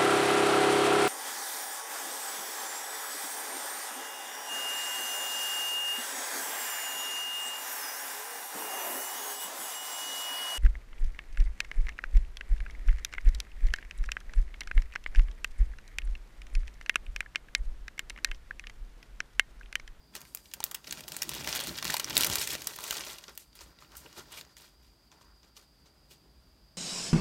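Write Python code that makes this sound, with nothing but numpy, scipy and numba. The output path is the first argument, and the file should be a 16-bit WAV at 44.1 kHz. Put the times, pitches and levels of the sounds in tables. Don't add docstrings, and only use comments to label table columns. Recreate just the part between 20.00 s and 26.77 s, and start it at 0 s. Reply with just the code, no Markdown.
import sys
import numpy as np
from scipy import signal
from scipy.fft import rfft, irfft, next_fast_len
from scipy.io import wavfile
from scipy.ndimage import uniform_filter1d
from numba import njit

SR = 44100
rng = np.random.default_rng(int(sys.argv[2]) if len(sys.argv) > 2 else 0)


def int16_out(signal):
    q = np.round(np.clip(np.atleast_2d(signal).T, -1, 1) * 32767)
    wavfile.write(sys.argv[1], SR, q.astype(np.int16))


def to_linear_factor(level_db):
    exponent = np.asarray(level_db, float) / 20
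    return 10 ** exponent


N = 298557

PANEL_EDGES_HZ = (300, 1800, 7000, 16500)


def level(x, db):
    return x * to_linear_factor(db) / np.sqrt(np.mean(x ** 2))


def shape_db(points, hz):
    f, db = np.transpose(points)
    return np.interp(np.log(np.maximum(hz, 1)), np.log(f), db)


def coloured(points):
    size = next_fast_len(N)
    gain = to_linear_factor(shape_db(points, np.fft.rfftfreq(size, 1 / SR)))
    spectrum = rfft(rng.standard_normal(size)) * gain
    return level(irfft(spectrum, size)[:N], 0)


def walk(rate_hz):
    hold = int(SR / rate_hz)
    steps = np.repeat(rng.standard_normal(N // hold + 1), hold)
    return 2.0 * uniform_filter1d(uniform_filter1d(steps, hold), hold)[:N]


@njit
def ring(start_s, hz, t60_s, gain, turn):
    out = np.zeros(N)
    for k in range(len(start_s)):
        step = np.exp(2j * np.pi * hz[k] / SR - np.log(1000.) / (t60_s[k] * SR))
        z = gain[k] * np.exp(2j * np.pi * turn[k])
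        first = int(start_s[k] * SR)
        for i in range(first, min(N, first + int(t60_s[k] * SR))):
            out[i] += z.imag
            z *= step
    return out


def panels(s, db, lo_hz, hi_hz, run_s, cycles, scatter_db, count):
    c = rng.random((len(s), count, 5))
    place = (np.arange(count) + c[..., 0]) / count
    hz = lo_hz[:, None] * (hi_hz / lo_hz)[:, None] ** place
    late = c[..., 1] ** 1.7
    turn = .5 * (c[..., 4] > .5) + .08 * c[..., 2]
    t60_s = np.clip(cycles * (.5 + c[..., 2]) / hz, .0004, .03)
    stiff_db = 7 * (place - .5)
    gain = to_linear_factor(db[:, None] - 12.6 * late + stiff_db + scatter_db * (c[..., 3] - 1.0))
    start_s = s[:, None] + run_s[:, None] * late / 2
    return ring(start_s.ravel(), hz.ravel(), t60_s.ravel(), gain.ravel(), turn.ravel())


def quiet():
    # freq_hz, level_db_per_hz
    room_spectrum = [(28, -30.5), (42, 0.5), (58, 3), (90, -13.5), (137, -8.5), (250, -14), (500, -18),
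                     (1000, -23), (2000, -29.5), (4000, -28.5), (6500, -34.5), (10300, -35.5), (12500, -35),
                     (16000, -42)]
    # centre_hz, width_hz, level_db
    insect_bands = [
        (4650, 230, -75),
        (4820, 230, -75.5),
        (4960, 280, -75.5),
    ]
    out = to_linear_factor(-64 + 0.69 * walk(1.94)) * coloured(room_spectrum)
    for hz, width_hz, db in insect_bands:
        b, a = signal.iirpeak(hz, hz / width_hz, fs=SR)
        band = signal.lfilter(b, a, signal.lfilter(b, a, rng.standard_normal(N)))
        out = out + level(band, db) * to_linear_factor(0.7 * walk(9.8))
    return out


def hands():
    # time_s, grip_rustle_db, tension_db
    grip_points = [(0, -81, -11), (.3, -67, 5.5), (.8, -70, 3.5), (.95, -59, -1.5), (1.22, -56.5, -1.5),
                   (1.33, -46.5, -4), (1.75, -45, -4), (2.1, -48, -3), (2.45, -46, 1), (2.6, -50.5, -0.5),
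                   (3.08, -46, -1), (3.2, -59, -2), (3.45, -74.5, 4.5), (3.75, -70.5, -10),
                   (4.0, -61, -1.5), (4.45, -63.5, -13), (4.55, -75.5, -3), (6.77, -86, 0)]
    # start_s, hold_s, above_grip_db, slackening_db
    squeezes = [(0.156, 0.071, 6.5, 5), (0.57, 0.23, 3.5, 6.5), (0.94, 0.054, 4, 0),
                (1.138, 0.041, 5.5, -1), (1.323, 0.078, 3, -1), (1.49, 0.17, 3, -2),
                (1.88, 0.095, 4.5, -1.5), (2.112, 0.034, 3, 2), (2.175, 0.17, 8.5, 0.5),
                (2.38, 0.052, 5.5, -1.5), (2.493, 0.049, 6.5, -0.5), (2.65, 0.052, -1.5, 2),
                (2.832, 0.16, 1.5, -1.5), (3.602, 0.11, 3, 4), (3.852, 0.12, -0.5, 3), (5.14, 0.078, 2, 5),
                (5.257, 0.053, 2.5, 2), (1.814, 0.012, -7, 0)]
    close_s = 0.026
    t = np.arange(N) / SR
    s, grip_db, tension_db = np.transpose(grip_points)
    grip_db, tension_db = np.interp(t, s, grip_db), np.interp(t, s, tension_db)
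    slack_db = 0
    for s, hold_s, db, give_db in squeezes:
        closed = np.clip(np.minimum(t - s, s + hold_s - t) / close_s + 1, 0, 1)
        grip_db = grip_db + db * closed
        slack_db = slack_db + give_db * closed
    force_db = grip_db + 45
    fade_db_per_s, from_s, to_s = 11.5, 2.19, 3.08
    lifted_db = fade_db_per_s * (t - from_s).clip(0) * np.clip((to_s - t) / 0.5 + 1, 0, 1)
    sheen_db = -47 + force_db + tension_db - slack_db / 2
    body_db = -51.5 + 0.79 * force_db - 0.36 * tension_db + slack_db
    bump_db = -51 + 0.77 * force_db + 0.55 * slack_db - lifted_db
    return grip_db, sheen_db, body_db, bump_db


def film(size_db, slide_db, count):
    # freq_hz, level_db_per_hz
    film_spectrum = [(120, -29), (200, -4), (633, -6), (777, -10.5), (989, -3), (1970, -6), (4370, 3),
                     (6340, -1), (14900, -5.5), (16100, -62.5), (17000, -37.5)]
    c = rng.random((count, 4))
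    centre_hz = 300 * 55 ** c[:, 1]
    db = shape_db(film_spectrum, centre_hz) + 10 * np.log10(centre_hz / 3000)
    db = db - size_db * np.log(c[:, 2] + .012)
    top_hz = np.minimum(centre_hz * 1.402, PANEL_EDGES_HZ[-1])
    run_s = .008 + .016 * c[:, 3]
    grains = panels(c[:, 0] * N / SR, db, centre_hz / 1.4, top_hz, run_s, cycles=10, scatter_db=6, count=13)
    sheet = level(grains, 0) + to_linear_factor(slide_db + 2.0 * walk(40)) * coloured(film_spectrum)
    bands = []
    for k in range(3):
        sos = signal.butter(3, PANEL_EDGES_HZ[k:k + 2], "bandpass", fs=SR, output="sos")
        bands.append(level(signal.sosfilt(sos, sheet), 0))
    return np.array(bands)


def rubs(count):
    # start_s, length_s, level_db, from_hz, to_hz
    desk_rubs = [(0.103, 0.33, -67, 230, 299), (.92, 0.14, -59, 220, 240), (0.959, 0.28, -60, 620, 650),
                 (1.32, 0.39, -52.5, 640, 620), (1.499, .2, -46, 4500, 3700), (2.1, .3, -48, 600, 620),
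                 (1.882, 0.089, -51.5, 1700, 1500), (2.772, 0.13, -52.5, 1070, 1130),
                 (2.9, .23, -56, 1110, 950), (3.92, .07, -62, 1200, 1400), (4.041, 0.043, -57.5, 334, 660),
                 (4.165, 0.04, -50, 370, 365), (4.171, 0.06, -56, 1400, 1200),
                 (4.309, 0.084, -58.5, 1050, 1200), (4.31, 0.055, -52, 3400, 3400),
                 (4.364, 0.037, -51.5, 2700, 2500), (5.108, 0.093, -68, 796, 1100),
                 (5.2, 0.14, -68, 1090, 1400), (5.855, 0.043, -71, 450, 450), (6.199, .12, -68, 230, 652)]
    # start_s, length_s, level_db, from_hz, to_hz
    phone_shifts = [
        (3.562, .14, -59.5, 58, 58),
        (3.882, .15, -63, 62, 62),
        (5.103, 0.33, -66, 55, 55),
        (6.297, 0.37, -64, 54, 54),
        (1.38, .14, -57, 60, 60),
        (4.7, 0.23, -68, 55, 55),
    ]
    s, length_s, db, from_hz, to_hz = np.transpose(desk_rubs + phone_shifts)[..., None]
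    c = rng.random((5, len(s), count))
    span, ring_cycles = 1.177, 9
    hz = from_hz * (to_hz / from_hz) ** c[0] * span ** (2 * c[1] - 1)
    t60_s = ring_cycles * (.5 + c[2]) / hz
    overlap = count * t60_s / length_s / 14
    swell = np.sqrt(np.sin(np.pi * c[0]) / overlap)
    gain = to_linear_factor(db - 2.8 * np.log(c[3] + 0.023)) * swell
    start_s = s + length_s * c[0]
    turn = c[4].ravel() // .5 / 2
    return ring(start_s.ravel(), hz.ravel(), t60_s.ravel(), gain.ravel(), turn)


def pops():
    # start_s, strength_db, panel_hz
    panel_pops = [(0.151, -48.5, 866), (0.151, -45, 2180), (0.163, -45, 5500), (0.206, -50, 6850),
                  (0.602, -40, 8450), (0.629, -45, 3450), (0.714, -44, 1100), (0.881, -46, 540),
                  (0.908, -31, 6800), (0.909, -39, 3450), (1.118, -41.5, 4320), (1.165, -41.5, 2170),
                  (1.22, -33, 5500), (1.291, -34.5, 8610), (1.34, -39, 10820), (1.341, -39, 3270),
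                  (1.446, -41, 2180), (1.469, -38, 690), (1.473, -37, 1890), (1.473, -36, 5450),
                  (1.526, -32.5, 4270), (1.549, -42, 4330), (1.601, -38, 3760), (1.607, -42, 1380),
                  (1.618, -39, 3450), (1.637, -36, 8600), (1.691, -38, 3760), (1.712, -44, 544),
                  (1.777, -40, 4320), (1.826, -40, 1080), (1.852, -42, 1060), (1.878, -34, 4320),
                  (1.898, -36, 1730),
                  (1.941, -35, 866), (1.941, -29.5, 4370), (1.98, -38.5, 8640), (1.996, -33, 8700),
                    (2.043, -32, 5450), (2.128, -42, 2740), (2.156, -39.5, 1380), (2.167, -23.5, 4350),
                    (2.207, -29, 4330), (2.213, -31, 4320), (2.223, -32, 8610), (2.244, -28.5, 5450),
                    (2.246, -37, 2180), (2.252, -31, 4960), (2.271, -40, 1080), (2.298, -37.5, 1080),
                    (2.325, -35.5, 5500), (2.334, -33.5, 6800), (2.385, -34.5, 5450), (2.396, -36, 8610),
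                    (2.421, -38, 11400), (2.422, -38, 6850), (2.489, -37, 5450), (2.523, -43, 2180),
                    (2.55, -36, 3800), (2.551, -42.5, 553), (2.643, -44, 6850), (2.671, -30.5, 5500),
                  (2.786, -45, 1100), (2.827, -39, 13600), (2.839, -42, 2730), (2.84, -44, 6540),
                    (2.907, -34, 2760), (2.908, -38, 6540), (2.925, -41.5, 1120), (2.965, -46, 1100),
                    (3.007, -45, 6850), (3.007, -46, 2700), (3.037, -43, 2740), (3.05, -47, 13600),
                    (3.065, -47, 5450), (3.071, -47, 550), (3.093, -44, 2740), (3.13, -43, 6850),
                    (3.157, -49, 2740), (3.589, -49, 4330), (3.609, -52, 1090), (3.822, -53, 1100),
                    (3.823, -58, 2740), (3.846, -57.5, 2740), (3.953, -50, 1380), (4.061, -52, 2700),
                    (4.197, -52, 3270), (4.373, -46, 2740), (5.212, -59.5, 1100)]
    s, db, hz = np.transpose(panel_pops)
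    kick_db = db + 10.5 + 10 * np.log10(np.maximum(hz, 600) / 4000)
    lag_s, run_s, span = .0013, .005, 1.18
    top_hz = np.minimum(hz * span, PANEL_EDGES_HZ[-1])
    return panels(s + lag_s, kick_db, hz / span, top_hz, run_s + 0 * s, cycles=15, scatter_db=6.5, count=10)


def snaps():
    # start_s, strength_db, tightness_db, run_ms
    crisp_creases = [(.152, -28, -1.5, 9), (.2153, -33, -4, 5.4), (.3484, -22, 14, 6.25),
                     (.3728, -35, -3, 5.6), (.4566, -40, -27, 14.6), (.5135, -35.5, -18, 11),
                     (.6402, -18, 18, 5.2), (.7127, -27.5, -2, 10.8), (.748, -21.5, -1.5, 10.8),
                     (.8702, -32, -14, 11), (.8734, -26.5, -16, 19), (.9091, -36, -8, 19),
                     (.9245, -23, -1.5, 14), (1.0374, -34.5, -12, 10.6), (1.0802, -27.5, -4.5, 13),
                     (1.1198, -26.5, -2, 10.4), (1.2194, -29, -2, 11), (1.2218, -17, -4.5, 3.06),
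                     (1.2301, -21.5, 5, 10), (1.2924, -23, 1.5, 14), (1.4899, -21, -6.5, 12),
                     (1.5271, -18.5, -13, 6.6), (1.5515, -24.5, 0, 6.4), (1.5595, -22.5, -1, 6),
                     (1.5685, -27, -2, 12), (1.5924, -21, -15, 4.2), (1.6085, -27, -1, 14),
                     (1.6448, -29, -4, 21), (1.6715, -22.5, -5, 4.7),
                     (1.7855, -19.5, -12, 12), (1.845, -26, -0.5, 8.1), (1.869, -23, -11, 5.5),
                     (1.878, -23, -7, 8.1), (2.044, -29, 12, 5.2), (2.1023, -24.5, -13.5, 7.4),
                     (2.1562, -25, 3.5, 7), (2.1777, -11.5, 4.5, 10.3), (2.2085, -12.5, 7.5, 3),
                     (2.2156, -18, -5, 7.5), (2.234, -12, -6, 4.6), (2.2463, -17, 1, 12),
                     (2.265, -20, -1, 25), (2.3557, -15.5, -1, 11), (2.4127, -17.5, -6, 18),
                     (2.4737, -18, -3.5, 11), (2.5039, -21.5, -6.5, 16), (2.552, -20, -7, 4.5),
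                     (2.6436, -38, -0.5, 3), (2.7869, -29, -5, 13), (2.8389, -30.5, 2, 20),
                     (2.9091, -19, -3.5, 3.9), (3.0079, -23.5, -20, 2.8), (3.037, -27.5, -21, 22)]
    # start_s, strength_db, tightness_db, run_ms
    crisp_resting = [(3.1841, -30.5, -7, 24), (3.2393, -30.5, -18, 6.4), (3.2814, -32.5, -18, 10),
                     (3.3515, -47, -1, 3), (3.3561, -49, 5, 5.4), (3.3763, -27.5, 8, 7.8),
                     (3.5297, -46, -18, 12), (3.5904, -37.5, -18, 8.4), (3.7874, -41.5, -21, 19),
                     (3.9692, -30.5, 19, 3.5), (4.5675, -36.5, -11, 5.5), (5.1164, -44, -19, 7.2),
                     (5.4315, -45.5, -22, 7.3), (3.2933, -36, -11, 19), (3.5536, -42, 0, 4.8),
                     (3.6087, -37, -18, 8), (3.8052, -50, -7, 10), (3.823, -48, -21, 5.9),
                     (3.846, -49, -28, 6.6), (3.919, -41.5, -13, 10.4), (4.128, -41.5, -7, 11),
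                     (4.45, -44, -17, 9.1), (3.9529, -41.5, -8, 11), (4.3206, -39, 9, 8.9),
                     (4.4115, -31.5, -11, 3.1), (5.2114, -47, -18, 6.9), (5.5668, -41, -16, 6.8),
                     (6.1095, -47, -5, 15)]
    # start_s, strength_db, tightness_db, run_ms
    broad_folds = [(.1641, -36, -6, 10), (.2062, -43, 8, 5), (.2515, -37.5, -11, 5.4),
                   (.537, -25, 0.5, 20), (.6045, -29.5, -13, 4.7), (.6287, -46, -22, 17),
                   (.664, -34.5, -20, 11), (.7163, -35, 3, 3.4), (.7451, -25.5, 0, 14),
                   (.8434, -34, -19, 16), (.9725, -32, -17, 8.2), (1.0066, -30.5, -7, 11.3),
                   (1.0856, -28.5, 8, 5.3), (1.1661, -21.5, 13, 7.6), (1.3155, -25.5, -17, 15),
                   (1.3352, -26, -9, 6.3), (1.3493, -26, -3.5, 14.4), (1.4449, -27.5, -2.5, 10.4),
                   (1.4743, -19, -9, 8.7), (1.6014, -27, 1, 12.6), (1.7765, -26, -11.5, 20),
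                   (1.8258, -19.5, -11, 6.8),
                   (1.8521, -17, -7.5, 11.3), (1.903, -19.5, -2.5, 4.4), (1.9407, -19.5, 0.5, 9.3),
                     (1.9673, -17.5, -3.5, 13.2), (1.9973, -16.5, -4, 22.5), (2.0978, -25, -5, 8.8),
                     (2.1066, -19.5, -15, 10), (2.13, -29, -14, 8.3), (2.168, -12, -3, 4.9),
                     (2.2233, -16, -18, 10), (2.2691, -18, 13, 11.7), (2.299, -18, -6, 13),
                     (2.3333, -21.5, -4, 15.3), (2.3844, -26, -1, 6.2), (2.6195, -26.5, -4, 11),
                     (2.671, -17.5, 6, 13), (2.761, -29.5, 3, 9.5), (2.806, -32.5, -1, 13),
                     (2.9265, -24.5, -4.5, 17), (2.9674, -30, 7, 18), (3.066, -33.5, -7, 6.9),
                     (3.094, -37, -17, 10)]
    kinds = [(crisp_creases, -30.5), (crisp_resting, -19), (broad_folds, -13)]
    creases = [(*row, wide) for rows, wide in kinds for row in rows]
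    s, db, tightness_db, run_ms, fold_db = np.transpose(creases)
    middle_db = db - np.maximum(tightness_db, 0)
    tight_db = db + np.minimum(tightness_db, 0)
    wide_db = middle_db + fold_db
    low, mid, high, top = (edge + 0 * s for edge in PANEL_EDGES_HZ)
    run = run_ms / 1000
    wide = panels(s, wide_db - 8.5, 1.72 * low, mid, run, cycles=4.4, scatter_db=-11.5, count=12)
    middle = panels(s, middle_db - 8.5, 1.384 * mid, high, run, cycles=21.2, scatter_db=12.5, count=40)
    tight = panels(s, tight_db + 1.5, high, top, 0.81 * run, cycles=11.4, scatter_db=10.5, count=50)
    after = panels(s, middle_db - 15.0, 0.861 * mid, high, 0.024 + 0 * run,
                   cycles=28.7, scatter_db=24.0, count=60)
    after_tight = panels(s, tight_db - 16.5, high, top, 0.029 + 0 * run, cycles=25, scatter_db=2.0, count=80)
    thin = signal.butter(2, 650, "highpass", fs=SR, output="sos")
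    return signal.sosfilt(thin, wide + middle + tight + after + after_tight)


def slides():
    # peak_s, strength_db, tightness_db, t60_ms
    slide_rows = [(.159, -44.5, 1, 100), (0.878, -47.5, 2, 130), (3.291, -55.5, -13, 130),
                  (3.397, -58, 9, 220), (3.559, -58, 4, 350), (3.614, -51, 2, 190), (3.809, -60, -0.5, 320),
                  (3.972, -56, 14, 150), (4.06, -59, -14, 66), (4.18, -44, -0.5, 170), (4.324, -50, 4, 380),
                  (4.375, -54, 1, 95), (4.579, -56.5, 5, 320), (4.607, -52, 0, 220), (4.64, -54, 1, 190),
                  (4.83, -67, 1.5, 530), (5.125, -61, -4, 180), (5.218, -61, 0, 230),
                  (5.44, -61.5, -6, 170), (5.573, -54, 0.5, 250), (5.859, -63.5, -6, 160),
                  (6.112, -55.5, 2, 180)]
    t, power = np.arange(N) / SR, np.zeros((3, N))
    for s, db, tightness_db, t60_ms in slide_rows:
        rise_ms = 14 + 0.62 * max(db + 60, 0)
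        band_db = db + np.array([-7 - tightness_db, 0, -5 + tightness_db])
        rise_db = -20 * ((s - t) * 1000 / rise_ms)
        fade_db = -60 * (t - s) * 1000 / t60_ms
        swell = to_linear_factor(np.where(t < s, rise_db, fade_db).clip(-120))
        power += (to_linear_factor(band_db[:, None]) * swell) ** 2
    return np.sqrt(power)


def rustle(body_db, rustle_db, sheen_db):
    effort = np.clip((rustle_db + 62.0) / 14, 0, 1)
    rough = film(size_db=1.7, slide_db=-7, count=6500)
    smooth = film(size_db=1.5, slide_db=3, count=5000)
    held = to_linear_factor(np.array([body_db, rustle_db, sheen_db]) + 1.5 * walk(45))
    bands = held * (np.sqrt(effort) * rough + np.sqrt(1 - effort) * smooth)
    bands = bands + slides() * film(size_db=2.1, slide_db=-3, count=6000)
    return bands.sum(axis=0)


def ticks():
    # peak_s, peak_db, panel_hz
    tick_rows = [(.1642, -25, 7500), (0.6045, -23.5, 5900), (0.6288, -34, 3200), (.6403, -3, 13700),
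                 (.7022, -47, 7000), (.7167, -24, 12000), (0.7455, -21, 11000), (.8966, -36, 3300),
                 (0.9257, -20.5, 7000), (.9563, -33, 7000), (.995, -36, 3300), (1.1905, -36, 7000),
                 (1.2193, -15, 11500), (1.252, -33, 5000), (1.2851, -34, 7000), (1.4878, -22, 4500),
                 (1.5515, -24, 3970), (1.562, -30, 3500), (1.609, -24, 11000), (1.7135, -34, 3500),
                 (1.9042, -16, 7500), (1.9814, -23.5, 8000), (2.0354, -32, 5000), (2.045, -18.5, 6030),
                 (2.0537, -30, 6990), (2.0876, -29, 3800), (2.1688, -12, 4500), (2.179, -11, 10000),
                 (2.3147, -27, 3500), (2.326, -25, 3800), (2.4058, -23, 9000), (2.4537, -28, 7000),
                 (2.5787, -34, 9000), (2.6589, -33, 6500), (2.9623, -30, 12000), (3.121, -31, 4500),
                 (3.2114, -39, 5000), (4.4117, -33.5, 4980)]
    s, db, hz = np.transpose(tick_rows)
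    s = s - 1 / hz
    wider_hz = hz / 1.63
    ring_cycles = 8.4
    panel = ring(s, hz, ring_cycles / hz, to_linear_factor(db), 0 * s)
    return panel + ring(s, wider_hz, ring_cycles / wider_hz, to_linear_factor(db - 10), 0 * s)


def bumps(bump_db):
    # freq_hz, level_db_per_hz
    bump_spectrum = [(30, -29), (45, -9.5), (60, 1), (95, -7), (137, 3.5), (190, -1), (235, -2.5),
                     (340, -0.5), (450, -22.5)]
    # start_s, level_db, pitch_hz, t60_s
    knocks = [
        (.6038, -31, 880, .022),
        (.872, -52, 480, .03),
        (2.2215, -39, 90, .035),
        (2.2995, -31, 95, .055),
        (2.326, -39, 100, .04),
        (2.3815, -35, 70, .045),
        (2.668, -43, 400, .04),
        (3.283, -48, 400, .035),
        (4.058, -57, 350, .04),
        (4.18, -61, 380, .04),
    ]
    s, db, hz, t60_s = np.transpose(knocks)
    return to_linear_factor(bump_db + 1.8 * walk(23)) * coloured(bump_spectrum) + ring(s, hz, t60_s, to_linear_factor(db), 0 * s)


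def room(x, tail_db, t60_s):
    t = np.arange(int(.4 * SR)) / SR
    noise = rng.standard_normal(len(t))
    dull = signal.lfilter([.4], [1, -.6], noise)
    bright_fade = to_linear_factor(-60 * t / (.5 * t60_s))
    walls = (dull * to_linear_factor(-60 * t / t60_s) + .5 * noise * bright_fade) * (t > .004)
    h = to_linear_factor(tail_db) * walls / np.linalg.norm(walls)
    h[0] += 1
    h[int(.0021 * SR)] += .2
    return signal.fftconvolve(x, h)[:N]


def scene():
    rustle_db, sheen_db, body_db, bump_db = hands()
    bags = rubs(count=80) + pops() + snaps() + ticks() + rustle(body_db, rustle_db, sheen_db)
    return (quiet() + room(bags, tail_db=-15.0, t60_s=0.17) + bumps(bump_db))[None]


def band_limit(x):
    return signal.sosfilt(signal.butter(12, 17130, fs=SR, output="sos"), x)


def record(dry):
    # centre_hz, width_hz, depth_0_to_1
    response_dips = [
        (10400, 1100, .36),
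        (490, 110, .42),
    ]
    for hz, width_hz, depth in response_dips:
        dry = dry - depth * signal.lfilter(*signal.iirpeak(hz, hz / width_hz, fs=SR), dry)
    bass_cut = signal.butter(3, 40, "highpass", fs=SR, output="sos")
    shelf = signal.ellip(7, .3, 35, 15800, fs=SR, output="sos")
    heard = signal.sosfilt(np.vstack([bass_cut, shelf]), dry)
    return band_limit(heard)


dry = scene()
out = record(dry)
int16_out(out)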